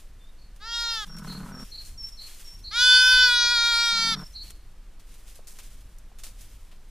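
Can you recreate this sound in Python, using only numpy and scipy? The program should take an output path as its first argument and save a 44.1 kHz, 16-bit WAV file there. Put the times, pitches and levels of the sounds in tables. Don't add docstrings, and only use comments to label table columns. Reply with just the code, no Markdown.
import sys
import numpy as np
from scipy import signal
from scipy.fft import rfft, irfft
from scipy.io import wavfile
from scipy.ndimage import uniform_filter1d, map_coordinates

SR = 44100
rng = np.random.default_rng(int(sys.argv[2]) if len(sys.argv) > 2 else 0)


def to_wav(sig):
    pcm = np.clip(np.atleast_2d(sig), -1, 1) * 32767
    pcm = np.round(pcm).astype(np.int16)
    wavfile.write(sys.argv[1], SR, pcm.T)


N = 304290
TIME = np.arange(N) / SR


def amp(db):
    return 10 ** (np.asarray(db) / 20)


def evened(x):
    return x / np.sqrt(np.mean(x ** 2) + 1e-20)


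def read(points, hz):
    f, value = np.transpose(points)
    return np.interp(np.log(hz + 1), np.log(f + 1), value)


def curves(rows, t):
    s, *columns = np.transpose(rows)
    return [np.interp(t, s, c) for c in columns]


def add(mix, s, sound):
    part = mix[max(round(s * SR), 0):][:len(sound)]
    part += sound[:len(part)]


def colour(x, points):
    size = x.shape[-1]
    gain = amp(read(points, np.fft.rfftfreq(size, 1 / SR)))
    return evened(irfft(rfft(x) * gain, size))


def drift(t, rate):
    knots = rng.standard_normal(4096)
    return map_coordinates(knots, [(t - t[0]) * rate], order=2, mode="wrap")


def resonate(x, hz, width_hz):
    b, a = signal.iirpeak(hz, hz / width_hz, SR)
    return signal.lfilter(b, a, signal.lfilter(b, a, x))


def bleat(pitch, effort, start, end, scoop, swell_db, swell_s, jitter, rasp_db, fizz_db,
          waver=0.0015, shimmer=0.045, fade_db=4.5):
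    # frequency in Hz, level in dB.
    half_open = [(460, -26.5), (930, -12.5), (1400, -5), (1850, -7.5), (2330, -26.5), (2800, -12),
                 (3750, -8.5), (4200, -10), (5550, -11.5), (6100, -21.5), (7000, -12), (7600, -30),
                 (10600, -36.5), (12200, -38), (15000, -47)]
    fully_open = [(470, -27), (940, -9.5), (1420, 5), (1880, -6.5), (2350, 1), (2830, -25), (3300, -6),
                  (3800, -3), (4900, -6), (6100, -17.5), (7000, -20.5), (8000, -26.5), (12000, -33),
                  (15000, -43)]
    wide_open = [(500, -35), (1010, -25), (1510, 1), (2020, -27), (2520, -14), (3030, -10.5), (3520, -4),
                 (4040, -19.5), (4540, -5.5), (5500, -14.5), (6100, -25.5), (7000, -24), (7700, -33.5),
                 (9300, -28.5), (15000, -46)]
    # time in seconds, pose (0 half open, 1 open, 2 wide open).
    mouth_poses = [(0.68, 0.19), (0.82, 0.5), (1.05, 0.12), (2.7, 1.02), (2.88, 2.0), (3.25, 1.82),
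                   (3.32, 1.3), (3.5, 0.93), (4.15, 1.04)]
    scoop_s = 0.042
    let_go_s, drop_share, drop_db = 0.012, 0.14, 12.5

    t = np.arange(start, end, 1 / SR)
    held_hz, = curves(pitch, t)
    mouth, = curves(mouth_poses, t)
    held_db, ring_db, edge_db = curves(effort, t)

    let_go = np.exp((t - end) / let_go_s)
    hz = held_hz * (1 - scoop * np.exp((start - t) / scoop_s) - drop_share * let_go)
    body_db = held_db - swell_db * np.exp((start - t) / swell_s) - drop_db * let_go

    loose = 1 + 7 * np.exp(-(t - t[0]) / 0.05) + 9 * np.exp(-(t[-1] - t) / 0.019)
    unsteady_hz = hz * (1 + waver * drift(t, 70) + jitter * loose * drift(t, 260))
    turns = np.cumsum(unsteady_hz) / SR

    shares = [np.maximum(1 - abs(np.clip(mouth, 0, 2) - pose), 0) for pose in range(3)]
    throats = (half_open, fully_open, wide_open)
    waves, powers = np.zeros((2, 3, len(t)))
    for k in np.arange(1, 36):
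        f = k * hz
        db = sum(share * read(throat, f) for share, throat in zip(shares, throats))
        gain = amp(db + fade_db * np.minimum(f / 5500, 1) ** 1.2 * drift(t, 18))
        lag = sum(np.arctan((f - centre_hz) / 220) for centre_hz in (1450, 2420, 3780, 4700))
        above_body = np.clip((f - 2550) / 200, 0, 1)
        above_ring = np.clip((f - 5900) / 600, 0, 1)
        register = np.array([1 - above_body, above_body - above_ring, above_ring])
        waves += register * gain * np.cos(2 * np.pi * k * turns - lag)
        powers += register * gain ** 2 / 2
    levels = amp([body_db, body_db + ring_db, body_db + edge_db])
    voice = (levels * waves / np.sqrt(powers)).sum(0) * (1 + shimmer * drift(t, 43))

    puffs = rng.standard_normal(len(t)) * (0.4 + np.exp(-(turns % 1) / 0.3))
    rasp_colour = [(1500, -26.5), (3000, -22.5), (4300, 6), (5400, -1.0), (6500, -17)]
    fizz_colour = [(3000, -31.5), (6500, 0.0), (9000, -7.5), (12000, -8), (15000, -23.0)]
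    rasp = amp(rasp_db) * levels[1] * colour(puffs, rasp_colour)
    fizz = amp(fizz_db) * levels[2] * colour(puffs, fizz_colour)
    call = voice + np.sqrt(loose) * (rasp + fizz)
    return start, call * signal.windows.tukey(len(t), 0.011 / (end - start))


def bleats():
    # time in seconds, pitch in Hz.
    short_pitch = [(0.74, 470.7), (0.842, 467), (0.928, 457.4), (1.02, 425.6)]
    long_pitch = [(2.85, 502), (3.106, 506.4), (3.246, 501.6), (3.308, 486.5), (3.48, 475.3),
                  (3.526, 484.2), (3.582, 466.9), (3.702, 471.6), (3.736, 464.3), (3.842, 469),
                  (3.99, 456.8), (4.11, 452.7)]
    # time in seconds, body level in dB, ring of the upper throat in dB over body,
    # sharp edge in dB over body.
    short_hold = [(0.67, -39.5, -1, -20), (0.746, -39, 9.5, -8.5), (0.844, -35.5, 4.5, -9),
                  (0.91, -38, 9, -12), (1.02, -37, 1.5, -11.5)]
    long_hold = [(2.85, -18.5, 2.5, -13.5), (2.936, -18, 4.5, -15.5), (3.046, -18, -1.5, -16.5),
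                 (3.238, -17.5, 0.5, -21), (3.292, -21, -1.5, -18.5), (3.386, -26, 5.5, -14),
                 (3.498, -26, 3.5, -11.5), (3.53, -23.5, 0.5, -18), (3.554, -26, 4.5, -13),
                 (3.74, -25.5, 2, -13.5), (4.11, -30.5, 6, -10.5)]
    # start and end in seconds, scoop from below as a share of pitch, swell in dB,
    # swell time constant in seconds, base jitter as a share of pitch, base rasp in dB over ring,
    # base fizz in dB over edge.
    calls = [(0.597, 1.052, 0.21, 26.5, 0.025, 0.0021, -24, -11),
             (2.708, 4.155, .23, 32, 0.054, .0008, -33, -21.5)]
    out = np.zeros(N)
    for pitch, effort, row in zip((short_pitch, long_pitch), (short_hold, long_hold), calls):
        add(out, *bleat(pitch, effort, *row))
    return out


def rumble(start, end, first_hz, last_hz, hum_db, swell_db, swell_s, rasp_db, jitter=0.06, breathy=0.058):
    # frequency in Hz, width in Hz, gain in dB.
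    nose = [(190.6, 71, 14.5), (340, 320, -8.5), (593, 53, -12)]
    ewe_throat = [(1047, 390, 14), (1265, 360, 14), (1440, 88, 13), (2210, 121, -43)]
    flutter_depths = (0.93, .25)
    flutter_per_s, slowing_per_s2 = 42, 12.5

    t = np.arange(start, end, 1 / SR)
    age = t - start
    u = age / (end - start)
    hz = first_hz + (last_hz - first_hz) * u
    level_db = hum_db - swell_db * np.maximum(1 - age / swell_s, 0)
    depth = np.interp(u, [0, 1], flutter_depths)
    turns = np.cumsum(hz * (1 + jitter * (0.25 + depth) * drift(t, 150))) / SR
    flutter_rate = (flutter_per_s - slowing_per_s2 * age) * (1 + 0.042 * drift(t, 16.7))
    flutter = depth * np.cos(2 * np.pi * np.cumsum(flutter_rate) / SR)
    pulses = np.diff(np.floor(turns), prepend=0)
    air = breathy * (0.78 + depth) * np.exp(-(turns % 1) / 0.58) * rng.standard_normal(len(t))
    hum_source = (pulses + air) * (1 + flutter)
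    rasp_source = (pulses + 2 * air) * (1 + flutter)
    hum = evened(sum(amp(db) * resonate(hum_source, f, w) for f, w, db in nose))
    rasp = evened(sum(amp(db) * resonate(rasp_source, f, w) for f, w, db in ewe_throat))
    return start, amp(level_db) * (hum + amp(rasp_db) * rasp) * signal.windows.tukey(len(t), 0.1)


def rumbles():
    # start and end in seconds, first and last pitch in Hz, nasal hum in dB, swell in dB,
    # swell time in seconds, throat rasp in dB over hum.
    calls = [(1.054, 1.658, 167.5, 124.5, -39.5, 13.5, 0.23, -9),
             (3.901, 4.249, 120.1, 151.6, -38.5, 16, 0.24, -8.5)]
    out = np.zeros(N)
    for row in calls:
        add(out, *rumble(*row))
    return out


def note(length_s, pitch, swing_hz, softness, buzz_hz=228, tremble=0.38, unsteady=0.05):
    t = np.arange(0, length_s, 1 / SR)
    u = t / length_s
    arch = np.sin(np.pi * u ** 0.9).clip(0) ** softness
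    hz = pitch(u) + (20 + 0.22 * swing_hz) * drift(t, 110)
    warble = arch * np.sin(2 * np.pi * np.cumsum(buzz_hz * (1 + unsteady * drift(t, 54))) / SR)
    tone = np.sin(2 * np.pi * np.cumsum(hz + swing_hz * warble) / SR)
    return np.sqrt(2) * arch * (1 + tremble * drift(t, 83)) * tone


def bird():
    # start in seconds, mid pitch in Hz, glide from start to end in Hz, level in dB.
    whistles = [(0.19, 3580, 222, -63.5), (1.075, 5460, -130, -48.5), (1.52, 5470, -66, -46),
                (1.976, 5400, -34, -39.5), (2.445, 5430, -10, -47), (3.71, 5480, -100, -39),
                (4.156, 5390, -220, -46.5)]
    # start in seconds, mid pitch in Hz, level in dB.
    buzzes = [(0.375, 4340, -62.5), (1.27, 4240, -43.5), (1.713, 4280, -41), (2.172, 4245, -43),
              (2.635, 4210, -41.5), (3.89, 4235, -43), (4.338, 4265, -42)]
    whistle_s, dip_hz = 0.122, 129.8
    buzz_s, buzz_rise_hz, buzz_swing_hz = 0.116, 80, 205
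    chip_hz, chip_fall_hz, chip_s = 6000, 170, 0.02
    chip_lead_s, chip_db = 0.009, -15.5
    out = np.zeros(N)
    for s, hz, glide_hz, db in whistles:
        whistle = note(whistle_s, lambda u: hz + glide_hz * (u - 0.5) + dip_hz * (2 * u - 1) ** 2,
                       swing_hz=12, softness=0.46)
        add(out, s, amp(db) * whistle)
    for s, hz, db in buzzes:
        chip = note(chip_s, lambda u: chip_hz - chip_fall_hz * (u - 0.5), swing_hz=90, softness=0.6)
        add(out, s - chip_lead_s, amp(db + chip_db) * chip)
        buzz = note(buzz_s, lambda u: hz + buzz_rise_hz * (u - 0.5), buzz_swing_hz, softness=0.6)
        add(out, s, amp(db) * buzz)
    return out


def crackle(size, per_s, spread_db, hiss):
    struck = rng.random(size) < per_s / SR
    sizes = amp(spread_db * np.minimum(rng.exponential(1, size), 4))
    clicks = struck * sizes * rng.choice([-1, 1], size)
    return evened(evened(clicks) + hiss * rng.standard_normal(size))


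def stir():
    # peak time in seconds, relative level in dB, time constant of the decay in seconds.
    hoof_steps = [(0.0, -62, 0.042), (0.95, -56, .15), (1.3, -53, 0.17), (1.63, -56, 0.13),
                  (1.85, -56, 0.064), (2.07, -59, 0.086), (2.27, -51.5, 0.2), (2.47, -62.5, 0.073),
                  (4.22, -59.5, 0.16), (4.48, -57, .05), (5.13, -60.5, .12), (5.32, -58.5, .06),
                  (5.62, -56.5, 0.16), (6.42, -60.5, 0.19)]
    rise_s, idle_db = 0.066, -74.5
    power = amp(idle_db) ** 2
    for s, db, fade_s in hoof_steps:
        age = TIME - s
        fall = np.where(age < 0, (age / rise_s) ** 2, age / fade_s)
        power = power + (amp(db) * np.exp(-fall)) ** 2
    return np.sqrt(power)


def rustle(trim_db=3.5):
    # frequency in Hz, level in dB.
    straw_colour = [(290, -41.5), (500, -13.5), (1030, -15.5), (2160, -8.5), (3380, -6.5), (4380, -9.5),
                    (4770, -7.5), (9370, -7.5), (11800, -9.5), (15500, -17.5)]
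    clumps_db = 1.9 * drift(TIME, 55)
    return colour(crackle(N, 2200, 2.8, 0.85), straw_colour) * stir() * amp(trim_db + clumps_db)


def snaps(trim_db=-7, crack=0.68):
    # time in seconds, relative peak in dB, relative 1-4 kHz share in dB, crackle length in seconds.
    breaks = [(0.562, -48, -14, 0.017), (1.166, -42, -18.5, 0.027), (1.185, -37.5, -15, 0.03),
              (1.247, -46, -13, .025), (1.85, -41, -21, 0.14), (2.085, -42, -16, 0.037),
              (4.505, -35.5, -14.5, 0.014), (4.995, -48, -10.5, .04), (5.356, -42.5, -17, .04),
              (5.471, -37, -18.5, 0.11), (5.588, -37, -9.5, 0.03), (5.984, -46.5, -28, 0.019),
              (6.187, -41.5, -13.5, 0.053), (6.235, -32.5, -15, 0.08), (6.41, -41.5, -17, 0.046),
              (6.715, -48.5, -1.5, 0.038)]
    lead = 256
    out, t = np.zeros(N), np.arange(8192) / SR
    for s, db, low_db, length_s in breaks:
        decay = np.exp(-2 * t / max(length_s, 0.003)) + crack * np.exp(-t / 0.0009)
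        splinters = crackle(len(t), 2500, 1.8, 0.16) * decay
        snap_colour = [(300, low_db + 5.5), (1500, low_db + 8.5), (3500, low_db + 12.5),
                       (6500, -1.5), (9500, -1.5), (15000, -10.5)]
        snap = colour(np.pad(splinters, (lead, 0)), snap_colour)
        loudest = np.sqrt(uniform_filter1d(snap ** 2, size=128).max())
        add(out, s - lead / SR, amp(db + trim_db) * snap / loudest)
    return out


def knocks(decay_s=0.0058):
    # time in seconds, relative level in dB, ring in Hz.
    bumps = [(3.445, -47, 516), (3.676, -52, 297), (4.441, -57, 260), (5.391, -50, 576),
             (6.116, -57.5, 847), (6.725, -61, 710)]
    out, t = np.zeros(N), np.arange(4096) / SR
    for s, db, hz in bumps:
        thud = resonate(rng.standard_normal(len(t)) * np.exp(-t / decay_s), hz, hz * 0.69)
        add(out, s, 2 * amp(db) * thud / abs(thud).max())
    return out


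def wind():
    # frequency in Hz, level in dB.
    wind_colour = [(8.8, -34), (15, 7), (23, -5), (38, -4), (50, -12.5), (60, -17.5), (107, -25),
                   (140, -34), (177, -32), (300, -48.5), (390, -66.5), (660, -120)]
    # peak time in seconds, level in dB over the breeze.
    gusts = [(1.1, 3), (1.95, 4), (2.5, 1.5), (3.17, 7.5), (5.67, 3), (6.25, 4)]
    breeze_db, gust_s = -43.5, 0.074
    lumps = colour(rng.standard_normal(N), wind_colour)
    lumps /= np.sqrt(uniform_filter1d(lumps ** 2, size=6000))
    gust_db = sum(db * np.exp(-((TIME - s) / gust_s) ** 2) for s, db in gusts)
    return amp(breeze_db + gust_db) * lumps


def open_air(level_db=-62.5):
    # frequency in Hz, level in dB.
    air_colour = [(88, -37), (150, -1.5), (781, -12.5), (1090, -12), (3910, -19), (4220, -19), (7130, -25),
                  (8010, -25), (12500, -29.5), (14100, -32.5), (15500, -48)]
    return amp(level_db) * colour(rng.standard_normal(N), air_colour)


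def yard(x, t60_s):
    t = np.arange(SR // 2) / SR
    tail = rng.standard_normal(len(t)) * amp(-60 * t / t60_s) * np.minimum(t / 0.072, 1)
    return signal.fftconvolve(x, tail / np.linalg.norm(tail))[:N]


def spread(a, b):
    # frequency in Hz, left-right likeness (1 identical).
    likeness = [(1500, 1), (3000, 1), (5000, 0.72), (8000, .5), (12000, .3)]
    same = np.clip(read(likeness, np.fft.rfftfreq(N, 1 / SR)), -0.5, 1)
    side = irfft(rfft(b) * np.sqrt((1 - same) / (1 + same)), N)
    return np.array([a + side, a - side])


def scene(lamb_wet_db=-27.5, bird_wet_db=-12.0):
    lamb, ewe, song = bleats(), rumbles(), bird()
    around = []
    for _ in range(2):
        echoes = amp(lamb_wet_db) * yard(lamb, t60_s=0.3) + amp(bird_wet_db) * yard(song, t60_s=0.4)
        around.append(rustle() + snaps() + open_air() + echoes)
    ports = np.array([np.roll(lamb, 1), lamb])
    return spread(*around) + ports + ewe + song + knocks() + wind()


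def record(dry):
    notch_hz, notch_width_hz, edge_hz = 11100, 170, 15450
    b, a = signal.iirnotch(notch_hz, notch_hz / notch_width_hz, SR)
    heard = signal.lfilter(b, a, dry)
    low_pass = signal.firwin(511, edge_hz, window=("kaiser", 9), fs=SR)
    return signal.oaconvolve(heard, low_pass[None], "same")


dry = scene()
out = record(dry)
to_wav(out)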